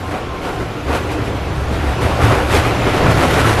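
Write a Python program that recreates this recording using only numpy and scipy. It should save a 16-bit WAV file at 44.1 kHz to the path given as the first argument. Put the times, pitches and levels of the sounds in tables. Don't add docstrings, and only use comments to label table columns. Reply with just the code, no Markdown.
import sys
import numpy as np
from scipy import signal
from scipy.fft import rfft, irfft, next_fast_len
from scipy.io import wavfile
from scipy.ndimage import uniform_filter1d, map_coordinates

SR = 44100
rng = np.random.default_rng(int(sys.argv[2]) if len(sys.argv) > 2 else 0)


def transcribe(signal):
    frames = np.atleast_2d(signal).T
    limited = np.clip(frames, -1, 1)
    pcm = np.round(limited * 32767).astype(np.int16)
    wavfile.write(sys.argv[1], SR, pcm)


N = 158760

# f/Hz, width/Hz
BOOM_MODES = [(67, 14.3), (89, 15), (113, 15.1)]
# t/s, then level/dB of each mode
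BOOM_LEVELS = [(0.0, -56, -25, -37), (0.08, -36, -28, -33), (0.33, -27, -55, -36), (0.39, -39, -38, -47),
               (0.63, -26.5, -44, -27), (0.73, -52, -44, -30), (0.89, -22, -30, -31),
               (1.08, -28, -26.5, -33), (1.22, -28, -29, -24.5), (1.28, -30, -32, -26.5),
               (1.42, -27.5, -26, -35), (1.69, -21, -33, -26), (1.79, -24, -26, -29), (1.89, -15, -39, -29),
               (1.96, -32, -38, -25), (2.07, -18, -21, -23), (2.12, -24.5, -22, -28),
               (2.29, -21.5, -23, -14.5), (2.46, -19, -28.5, -40), (2.51, -29, -28, -17.5),
               (2.58, -19, -14.5, -23), (2.63, -31, -40, -24), (2.78, -25, -39, -17), (3.02, -33, -22, -27),
               (3.09, -21, -38, -12), (3.25, -21, -22.5, -28), (3.43, -24, -20, -22),
               (3.47, -37, -25, -14.5), (3.6, -19, -23, -25)]
# t/s, roar level/dB, hiss level/dB
ROAR_LEVELS = [(0, -28, -46), (.3, -27.5, -50), (.55, -26, -45.5), (.82, -26.5, -48), (1.07, -23.5, -43.5),
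               (1.38, -25, -47.5), (1.62, -24.5, -44), (1.95, -23, -44), (2.17, -20, -41), (2.46, -21, -42),
               (2.78, -18, -40), (3.02, -17, -42), (3.17, -18, -35), (3.55, -21, -47), (3.6, -17, -48)]
# f/Hz, relative density/dB
WHEEL_SPECTRUM = [(76, -85), (130, -8), (221, -12), (319, -8.5), (476, -9.5), (746, -12.5), (1100, -16.5),
                  (1270, -19.5), (2520, -22), (6000, -38), (7800, -47.5), (13200, -120)]
RUMBLE_SPECTRUM = [(8, -40), (20, 2), (28, -2), (40, 2), (52, -2), (90, -14.5), (130, 0), (160, -3.5),
                   (210, -10), (500, -120)]
HISS_SPECTRUM = [(1200, -120), (2000, -13), (3000, -2.5), (4300, -5), (6500, -3.5), (9000, -7),
                 (11500, -6.5), (13000, -16), (14200, -13), (15800, -28)]
# f/Hz, width/Hz, lift/dB
SHELL_MODES = [(269.5, 33, 2.5), (304.4, 24, 4.5), (392.7, 8, 5), (487, 11, 3), (722, 70, 1.5),
               (1125, 45, 3), (1367, 320, 4)]
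# f/Hz, width/Hz, level/dB
MOTOR_TONES = [(743, 11, -38), (1050, 15, -38.5)]
# peak t/s, level/dB, treble gain/dB, rise/s, fall/s (both to 1/e)
JOLT_BURSTS = [(.137, -23, -6.5, 0.053, 0.079), (0.465, -23, -4, 0.043, 0.07),
               (.61, -25.5, -7, 0.026, 0.04), (.905, -18.5, -7, 0.028, 0.049),
               (0.954, -18.5, -1.5, 0.027, 0.049), (1.12, -29, 5.5, 0.011, 0.034),
               (1.275, -28.5, 0.5, 0.042, 0.024), (1.73, -30, 2.5, 0.02, 0.068),
               (1.88, -24, -4, 0.067, 0.11), (2.019, -20.5, -1, 0.01, 0.11),
               (2.243, -15, -1.5, 0.038, 0.041), (2.315, -14.5, -4.5, 0.058, 0.13),
               (2.554, -15, 3.5, 0.05, 0.061), (2.66, -19, -1, 0.027, 0.046), (2.89, -18, -7, 0.08, 0.047),
               (2.97, -21, 0.5, 0.059, 0.053), (3.06, -14, -12, 0.043, 0.057),
               (3.115, -12.5, -5, 0.022, 0.018), (3.24, -15, -1.5, 0.094, 0.044),
               (3.34, -15, -1, 0.066, 0.094), (3.402, -14, 1, 0.018, 0.018), (3.48, -17, 3.5, 0.056, 0.093),
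               (3.6, -18, -0.5, 0.037, 0.055)]
# f/Hz, relative density/dB
PANEL_SPECTRUM = [(80, -120), (150, -5.5), (250, -7.5), (385, -6), (800, -7.5), (1300, -12), (2000, -13.5),
                  (3500, -20.5), (5500, -28.5), (8500, -31.5), (11500, -32.5), (13000, -39), (14200, -48),
                  (15800, -54)]
# t/s, level/dB, f/Hz
PANEL_KNOCKS = [(0.084, -13, 307), (.601, -10, 380), (.946, -9, 470), (2.236, -12, 783), (2.305, -9.5, 620),
                (2.325, -3.5, 389), (2.539, -3, 403), (2.865, -5, 370), (3.042, -6, 278), (3.445, -3, 1335)]
# t/s, relative level/dB
WHEEL_DROPS = [(0.864, -10), (1.218, -14), (1.385, -19), (1.501, -9.5), (2.238, 0.5), (2.538, -3),
               (3.044, 0)]
# f/Hz, relative level/dB, T60/s
FLOOR_MODES = [(70.3, 10, 0.044), (107, 12, 0.081), (273, -8.5, 0.23)]
# start t/s, end t/s
WIDE_SPELLS = [(1.011, 1.076), (1.25, 1.57), (1.903, 2.044), (2.7, 3.16), (3.533, 3.64)]
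# f/Hz, gain/dB
SIDE_RESPONSE = [(100, -39.5), (1000, -25.5), (3000, -14.5), (6000, -10), (9000, 3), (12000, -1),
                 (14000, -23)]


def amp(db):
    return 10 ** (np.asarray(db) / 20)


def unit(x):
    return x / np.sqrt(np.mean(x ** 2) + 1e-20)


def shape(points):
    hz, db = np.transpose(points)
    return lambda f: amp(np.interp(np.log(f + 1), np.log(hz + 1), db))


def curves(rows):
    times_s, *columns = np.transpose(rows)
    return [np.interp(np.arange(N) / SR, times_s, column) for column in columns]


def wobble(rate_hz):
    knots = rng.standard_normal(int(N * rate_hz / SR) + 4)
    return map_coordinates(knots, [np.arange(N) * rate_hz / SR])


def filtered(x, response):
    size = next_fast_len(N + SR // 2)
    return irfft(rfft(x, size) * response(np.fft.rfftfreq(size, 1 / SR)), size)[..., :N]


def patchy_noise(depth_db):
    spectra = signal.stft(rng.standard_normal(N + 512), nperseg=512)[2]
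    patches = uniform_filter1d(rng.standard_normal(spectra.shape), size=5, axis=0)
    patches = uniform_filter1d(patches, size=6, axis=1)
    return signal.istft(spectra * amp(depth_db * unit(patches)), nperseg=512)[1][:N]


def resonance(hz, width_hz):
    noise = rng.standard_normal(N)
    return unit(filtered(noise, lambda f: (1j * f * width_hz / (hz**2 - f**2 + 1j * f * width_hz)) ** 2))


def cabin_boom(evenness=0.55):
    out = np.zeros(N)
    for level_db, (hz, width_hz) in zip(curves(BOOM_LEVELS), BOOM_MODES):
        ring = resonance(hz, width_hz)
        envelope = np.abs(signal.hilbert(ring)) + 0.041
        out += amp(level_db) * unit(ring / envelope ** evenness)
    return out


def wheel_roar(rumble_db=-7, flicker_db=0.6):
    roar_db, hiss_db = curves(ROAR_LEVELS)
    wheels = unit(filtered(patchy_noise(depth_db=1.5), shape(WHEEL_SPECTRUM)))
    rumble = amp(rumble_db) * unit(filtered(rng.standard_normal(N), shape(RUMBLE_SPECTRUM)))
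    hiss_gain = amp(hiss_db + flicker_db * wobble(rate_hz=14))
    hiss = unit(filtered(patchy_noise(depth_db=2.2), shape(HISS_SPECTRUM)))
    return amp(roar_db) * (wheels + rumble) + hiss_gain * hiss


def cabin_shell(x):
    def lift_db(f):
        return sum(db / (1 + (2 * (f - hz) / width_hz) ** 2) for hz, width_hz, db in SHELL_MODES)
    return filtered(x, lambda f: amp(lift_db(f)))


def motor_whine(end_s=0.78, fade_s=0.1):
    fade = np.clip((end_s - np.arange(N) / SR) / fade_s, 0, 1)
    return fade * sum(amp(db) * resonance(hz, width_hz) for hz, width_hz, db in MOTOR_TONES)


def panel_rattles(ticks_per_s=2200, spread_db=5, tick_share=0.31, crossover_hz=1660):
    ticks = np.zeros(N)
    position, polarity, rank = rng.random((int(ticks_per_s * N / SR), 3)).T
    ticks[(position * N).astype(int)] = np.sign(polarity - 0.5) * amp(-spread_db * np.log(rank + 0.02))
    noise = unit(patchy_noise(depth_db=1.5))
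    drive = np.sqrt(tick_share) * unit(ticks) + np.sqrt(1 - tick_share) * noise
    buzz = unit(filtered(drive, shape(PANEL_SPECTRUM)))
    treble = filtered(buzz, lambda f: 1 / (1 + (crossover_hz / (f + 1)) ** 2))
    t = np.arange(N) / SR
    low_power, treble_power = np.zeros(N), np.zeros(N)
    for peak_s, db, treble_db, rise_s, fall_s in JOLT_BURSTS:
        from_peak = np.where(t < peak_s, (peak_s - t) / rise_s, (t - peak_s) / fall_s)
        swell = amp(db) * np.exp(-from_peak ** 1.55)
        low_power += swell ** 2
        treble_power += (swell * amp(treble_db)) ** 2
    return np.sqrt(low_power) * (buzz - treble) + np.sqrt(treble_power) * treble


def panel_knocks(rise_s=0.0064, t60_s=0.068):
    out, t = np.zeros(N + SR), np.arange(SR // 4) / SR
    attack = 1 - np.exp(-t / rise_s)
    for start_s, db, hz in PANEL_KNOCKS:
        ring = np.sin(2 * np.pi * (hz * t + rng.random()))
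        out[round(start_s * SR):][:len(t)] += amp(db - 60 * t / t60_s) * attack * ring
    return out[:N]


def floor_thuds(gain_db=-12, scatter_db=2.7, rise_s=0.0043, highpass_hz=55):
    out, t = np.zeros(N + SR), np.arange(SR // 4) / SR
    attack = 1 - np.exp(-t / rise_s)
    for start_s, db in WHEEL_DROPS:
        ring = sum(amp(mode_db + rng.normal(0, scatter_db) - 60 * t / t60_s) * np.sin(2 * np.pi * hz * t)
                   for hz, mode_db, t60_s in FLOOR_MODES)
        out[round(start_s * SR):][:len(t)] += amp(db + gain_db) * attack * ring
    return filtered(out[:N], lambda f: 1 / (1 + (highpass_hz / (f + 1)) ** 4))


def treble_spread(centre):
    t = np.arange(N) / SR
    spells = sum((t > start_s) & (t < end_s) for start_s, end_s in WIDE_SPELLS)
    gate = uniform_filter1d(spells.astype(float), size=800)
    spectra = signal.stft(np.pad(centre, (0, 1024)), nperseg=1024)[2]
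    phasors = np.exp(2j * np.pi * rng.random(spectra.shape))
    scrambled = signal.istft(spectra * phasors, nperseg=1024)[1][:N]
    return gate * filtered(scrambled, shape(SIDE_RESPONSE))


def scene():
    centre = cabin_boom() + cabin_shell(wheel_roar() + panel_rattles())
    centre += motor_whine() + panel_knocks() + floor_thuds()
    side = treble_spread(centre)
    return np.array([centre + side, centre - side])


def record(dry, ceiling=0.98, cutoff_hz=15000):
    soft = dry / (1 + np.abs(dry / ceiling) ** 6) ** (1 / 6)
    return filtered(soft, lambda f: f < cutoff_hz)


dry = scene()
out = record(dry)
transcribe(out)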